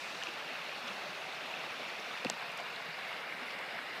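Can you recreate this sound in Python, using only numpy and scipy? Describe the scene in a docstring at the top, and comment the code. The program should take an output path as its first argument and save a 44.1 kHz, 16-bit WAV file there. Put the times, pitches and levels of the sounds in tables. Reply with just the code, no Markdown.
"""A shallow, stony stream rushes steadily, with a few gurgles, plinks and small splashes, in mono.
Countless tiny bubbles ring in churning water; the rush slowly dulls and its ringing band sinks.
Just past the middle, a camera on the bank is handled: two sharp knocks and soft thumps of its case.
A few faint ticks on the camera come before and after."""
import sys
import numpy as np
from scipy import signal
from scipy.fft import rfft, irfft
from scipy.io import wavfile

SR = 44100
rng = np.random.default_rng(int(sys.argv[2]) if len(sys.argv) > 2 else 0)


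def master_out(mix):
    """Clip the mix to full scale and print it as 16-bit PCM to the path in sys.argv[1]."""
    frames = np.transpose(np.atleast_2d(mix))
    ceiling = np.clip(frames, -1, 1)
    pcm = np.round(ceiling * 32767).astype(np.int16)
    wavfile.write(sys.argv[1], SR, pcm)


N = 176400  # 4 seconds


def stream(wash_db=-4.5, bubbles_db=-8.5, flutter_db=0.38, flutter_s=0.017):
    """Churning water and bubbles flutter together and slowly dull, under a fading high fizz."""
    # three tone colours of the rush (frequency [Hz], level [dB])
    bright = [(20, -39), (50, -39), (75, -27), (113, -16.5), (165, -9), (250, -8), (330, -7), (490, -4.5),
              (720, -0.5), (960, -5), (1300, -3.5), (1900, -5), (2300, -3), (2800, -4.5), (3100, -7.5),
              (3550, -7.5), (4500, -12.5), (4800, -17), (5400, -17), (7200, -27.5), (8500, -29.5),
              (15000, -33.5)]
    mellow = [(20, -37), (70, -30.5), (165, -6), (310, -12.5), (500, -4), (730, -2), (950, -2),
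              (1800, -2.5), (2830, -2.5), (3130, -10.5), (3600, -8), (4650, -12), (5900, -23), (8500, -29),
              (15000, -32.5)]
    dull = [(20, -47), (50, -34), (79, -23), (122, -15), (170, -8), (310, -7.5), (520, -4), (700, -1),
            (950, -5), (1700, -1.6), (2300, -1.5), (2600, -6.5), (2850, -3.5), (3130, -10.7), (3650, -10),
            (4400, -14), (5200, -16.5), (6100, -27.5), (8500, -28.5), (15000, -33.5)]
    # the path through them (time [s], stage [0 bright, 1 mellow, 2 dull])
    dulling = [(0, 0.4), (2.05, 0.029), (2.4, 1.05), (2.8, 0.82), (3.2, 1.7), (3.6, 1.9)]
    # loudness of the rush (time [s], level [dB])
    flow = [(0, -43), (.3, -42.5), (.9, -42), (1.4, -42.5), (2.1, -42), (2.45, -42), (2.9, -43),
            (3.12, -41), (3.35, -43.5), (3.5, -41), (3.65, -43), (4, -42)]
    water = amp(wash_db) * wash() + amp(bubbles_db) * bubbles()
    stage = np.clip(curve(dulling), 0, 2)
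    rush = np.zeros(N)
    for k, tone in enumerate((bright, mellow, dull)):
        share = np.maximum(1 - abs(stage - k), 0)
        rush += share * tinted(water, tone)
    flutter = flutter_db * drift((N,), flutter_s * SR)
    return unit(ringing_band(rush)) * amp(curve(flow) + flutter) + fizz()


def wash(patch_db=1.48, patch_s=0.035, patch_hz=494, calm_above_hz=12000):
    """Churning water: noise that surges in small patches of time and pitch."""
    hz, t, spectrum = signal.stft(rng.standard_normal(N), SR, nperseg=512)
    patches = drift(spectrum.shape, patch_hz / hz[1], patch_s / t[1])
    stir = 1 / (1 + (hz[:, None] / calm_above_hz) ** 10)  # the highest hiss hardly stirs
    return unit(signal.istft(spectrum * amp(patch_db * patches * stir), SR, nperseg=512)[1][:N])


def bubbles(per_second=2600, low_hz=418.8, high_hz=6610, sizes=48, spread_db=2.5, cycles_to_peak=5.4):
    """Bubbles of many sizes burst at random, most faint and a few strong."""
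    out = np.zeros(N)
    for hz in np.geomspace(low_hz, high_hz, sizes):
        born = rng.random(N) < per_second / sizes / SR
        strength = amp(spread_db * np.minimum(rng.exponential(1, N), 4.6))
        ringing = signal.oaconvolve(born * strength, bubble(hz, cycles_to_peak))[:N]
        out += np.sqrt(hz) * unit(ringing)  # high pitches lie further apart, so each gets more
    return unit(out) * np.sqrt(2 * (high_hz - low_hz) / SR)


def bubble(hz, cycles_to_peak, rise=0.09):
    """One bubble swells, rings and dies away, its pitch rising a little."""
    swell_s = cycles_to_peak / hz
    t = np.arange(0, 10 * swell_s, 1 / SR)
    age = t / swell_s  # 1 at the loudest moment
    loudness = (age * np.exp(1 - age)) ** 2
    return loudness * np.sin(2 * np.pi * hz * t * (1 + rise * (age - 2) / 10))


def ringing_band(rush, boost_db=2, width_hz=390):
    """One band of the rush rings a little louder, its pitch slowly sinking."""
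    # middle of the band (time [s], pitch [Hz])
    ring_pitch = [(0, 2680), (2.1, 2570), (2.65, 2320), (3.15, 2110), (4, 2130)]
    hz, t, spectrum = signal.stft(rush, SR, nperseg=512)
    away = (hz[:, None] - np.interp(t, *np.transpose(ring_pitch))) / width_hz
    boost = amp(boost_db * np.exp(-(2 * away) ** 2))
    return signal.istft(spectrum * boost, SR, nperseg=512)[1][:N]


def plinks():
    """Single loud bubbles stand out, from low gurgles to high plinks."""
    # bubbles (time [s], pitch [Hz], peak level [dB])
    loud_bubbles = [(0.2255, 3020, -30), (.2352, 2800, -30.5), (.216, 1720, -33.5), (.27, 2650, -31),
                    (.287, 2700, -36), (.277, 344, -46), (0.504, 240, -50.5), (.556, 2500, -35),
                    (0.591, 1350, -38.5), (.69, 670, -43), (0.837, 238, -49.5), (0.892, 194, -50),
                    (1.062, 580, -40), (1.083, 180, -51.5), (1.325, 3620, -35.5), (1.5393, 2570, -31),
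                    (1.637, 1170, -37), (1.8507, 2660, -34), (1.887, 7000, -46), (2.0, 5870, -42),
                    (2.2672, 2620, -27), (2.596, 714, -37), (2.762, 4050, -34.5), (2.875, 159, -52.5),
                    (3.3235, 2180, -32), (3.412, 250, -49), (3.4835, 2080, -31.5), (3.7892, 1610, -30.5)]
    out = np.zeros(N)
    for s, hz, db in loud_bubbles:
        add(out, s, amp(db) * bubble(hz, cycles_to_peak=3))
    return out


def splashes():
    """Small splashes, each a short puff of noise."""
    # splashes (time [s], length [s], level [dB])
    puffs = [(0.147, 0.0076, -44), (0.264, 0.011, -45), (0.284, 0.011, -46), (0.87, 0.02, -41.5),
             (2.582, 0.016, -43), (3.502, 0.015, -45)]
    # their tone colour (frequency [Hz], level [dB])
    splash_tone = [(300, -24), (900, -5), (1700, -14), (2700, 4), (4000, -6.5), (6800, -17.5), (8500, -34),
                   (15000, -42)]
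    spray = tinted(rng.standard_normal(N), splash_tone)
    out = np.zeros(N)
    for s, length, db in puffs:
        n = round(length * SR)
        add(out, s, amp(db) * np.sqrt(np.hanning(n)) * spray[round(s * SR):][:n])
    return out


def handling(lowest_hz=101):
    """A hand knocks the camera, and its case thumps softly as the grip shifts."""
    # knocks and ticks (time [s], level [dB], treble edge [Hz], rattle [dB], ring of the case [dB])
    contacts = [(.2355, -18, 7260, -3, -1), (.3375, -32, 9500, 0, 6), (2.2477, -4.5, 5030, -15, -3),
                (2.2993, -3, 8250, -18, 3), (2.5193, -34, 14500, -6, -2), (2.5745, -30.5, 14000, 2, 3),
                (2.6032, -31, 7800, 2, 0), (3.588, -32, 8950, -1, 2)]
    # thumps (time [s], length [s], first pitch [Hz], last pitch [Hz], level [dB])
    grip_shifts = [(2.248, 0.013, 553, 482, -31.5), (2.249, 0.0096, 362, 340, -37),
                   (2.2555, 0.0095, 300, 214, -29), (2.262, 0.026, 187, 136, -47),
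                   (2.304, 0.0184, 220, 180, -46.5)]
    knocks, thumps = np.zeros((2, N))
    for s, db, edge_hz, rattle_db, ring_db in contacts:
        add(knocks, s, amp(db) * signal.fftconvolve(knock(edge_hz, ring_db), rattle(rattle_db)))
    for s, length, first_hz, last_hz, db in grip_shifts:
        add(thumps, s, amp(db) * thump(length, first_hz, last_hz))
    small_case = signal.butter(3, lowest_hz, "highpass", fs=SR, output="sos")  # passes little deep bass
    return knocks + signal.sosfilt(small_case, thumps)


def knock(edge_hz, ring_db, edge_floor_db=-7.5, lag_s=0.001026, lag_below_hz=7000, size=2048):
    """A dry click, dull above edge_hz, with a very short ring of the case."""
    # tone colour of the click (frequency [Hz], level [dB])
    click_tone = [(30, -45), (100, -28), (250, -15), (700, -9), (1500, -2), (2600, -6), (4000, -3),
                  (7500, 0), (10000, -1.5), (14000, -7), (15500, -20)]
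    # notes of the case (pitch [Hz], level [dB], time to fade by 60 dB [s])
    case_notes = [(700, -26.5, 0.011), (960, -20, 0.005)]
    hz, t = abs(np.fft.fftfreq(size, 1 / SR)), np.arange(size) / SR
    above = hz / edge_hz
    treble_cut = 1 / (1 + above ** 40) + amp(edge_floor_db) / (1 + above ** 2)
    gain = amp(colour(click_tone, hz)) * treble_cut
    # the most sudden click that has this tone colour
    click = np.fft.ifft(np.exp(np.conj(signal.hilbert(np.log(gain))))).real
    ring = sum(amp(ring_db + db - 60 * t / fade_s) * np.cos(2 * np.pi * f * t)
               for f, db, fade_s in case_notes)
    blow = click + signal.lfilter(*signal.butter(2, [350, 1150], "bandpass", fs=SR), ring)
    # in the case, lower pitches arrive just after the treble
    lag = 2 * np.pi * lag_s * lag_below_hz * np.tanh(np.fft.rfftfreq(size, 1 / SR) / lag_below_hz)
    return irfft(rfft(blow) * np.exp(-1j * lag))


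def rattle(db, rise_s=0.00064, fade_s=0.0088):
    """One contact, then a brief chatter of loose parts."""
    t = np.arange(0, fade_s, 1 / SR)
    chatter = rng.standard_normal(len(t)) * (1 - np.exp(-t / rise_s)) * amp(-60 * t / fade_s)
    return (t == 0) + amp(db) * chatter / np.linalg.norm(chatter)


def thump(length, first_hz, last_hz, roughness=0.19, grain_s=0.0023):
    """A soft, rough thud whose pitch sinks as the grip eases."""
    n = round(length * SR)
    cycles = np.cumsum(np.geomspace(first_hz, last_hz, n)) / SR
    rough = 1 + roughness * drift((n,), grain_s * SR)
    return np.sqrt(np.hanning(n)) * rough * np.sin(2 * np.pi * cycles)


def fizz():
    """A faint, high fizz of churning water fades away behind the rush."""
    # its tone colour (frequency [Hz], level [dB])
    fizz_tone = [(2000, -23), (3200, -2), (5000, 3), (6800, -3), (7800, -7), (9000, -10), (11000, -17),
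                 (15000, -26)]
    # its loudness (time [s], level [dB])
    fizz_level = [(0, -54.5), (.23, -56.5), (.36, -64), (.7, -64), (2.2, -65), (2.6, -72), (3, -83),
                  (4, -86)]
    return tinted(wash(), fizz_tone) * amp(curve(fizz_level))


def amp(db):
    """Turns decibels into a number to multiply by."""
    return 10 ** (np.asarray(db) / 20)


def unit(x):
    """Scales x to an average strength (rms) of 1."""
    return x / np.sqrt(np.mean(x ** 2) + 1e-20)


def colour(points, hz):
    """Reads a tone colour's level in dB at each frequency."""
    f, db = np.transpose(points)
    return np.interp(np.log(hz + 1), np.log(f + 1), db)


def curve(points):
    """Joins (time, value) points with straight lines."""
    return np.interp(np.arange(N) / SR, *np.transpose(points))


def tinted(x, points):
    """Gives x a tone colour, at strength 1."""
    gain = amp(colour(points, np.fft.rfftfreq(len(x), 1 / SR)))
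    return unit(irfft(rfft(x) * gain, len(x)))


def add(mix, s, sound):
    """Mixes a sound in at s seconds."""
    part = mix[round(s * SR):][:len(sound)]
    part += sound[:len(part)]


def drift(shape, *spans):
    """Smooth random wandering; each span says how many steps stay alike along one axis."""
    spectrum = np.fft.fftn(rng.standard_normal(shape))
    for f, span in zip(np.meshgrid(*map(np.fft.fftfreq, shape), indexing="ij"), spans):
        spectrum /= 1 + (np.pi * f * span / 2) ** 2
    return unit(np.fft.ifftn(spectrum).real)


def scene():
    """The water and the handled camera, the same in both channels."""
    return np.tile(stream() + plinks() + splashes() + handling(), (2, 1))


def record(dry):
    """Cuts away the very highest treble, above 15400 Hz."""
    taps = signal.firwin(601, 15400, window=("kaiser", 8), fs=SR)
    return signal.oaconvolve(dry, taps[None], "same")


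dry = scene()
out = record(dry)
master_out(out)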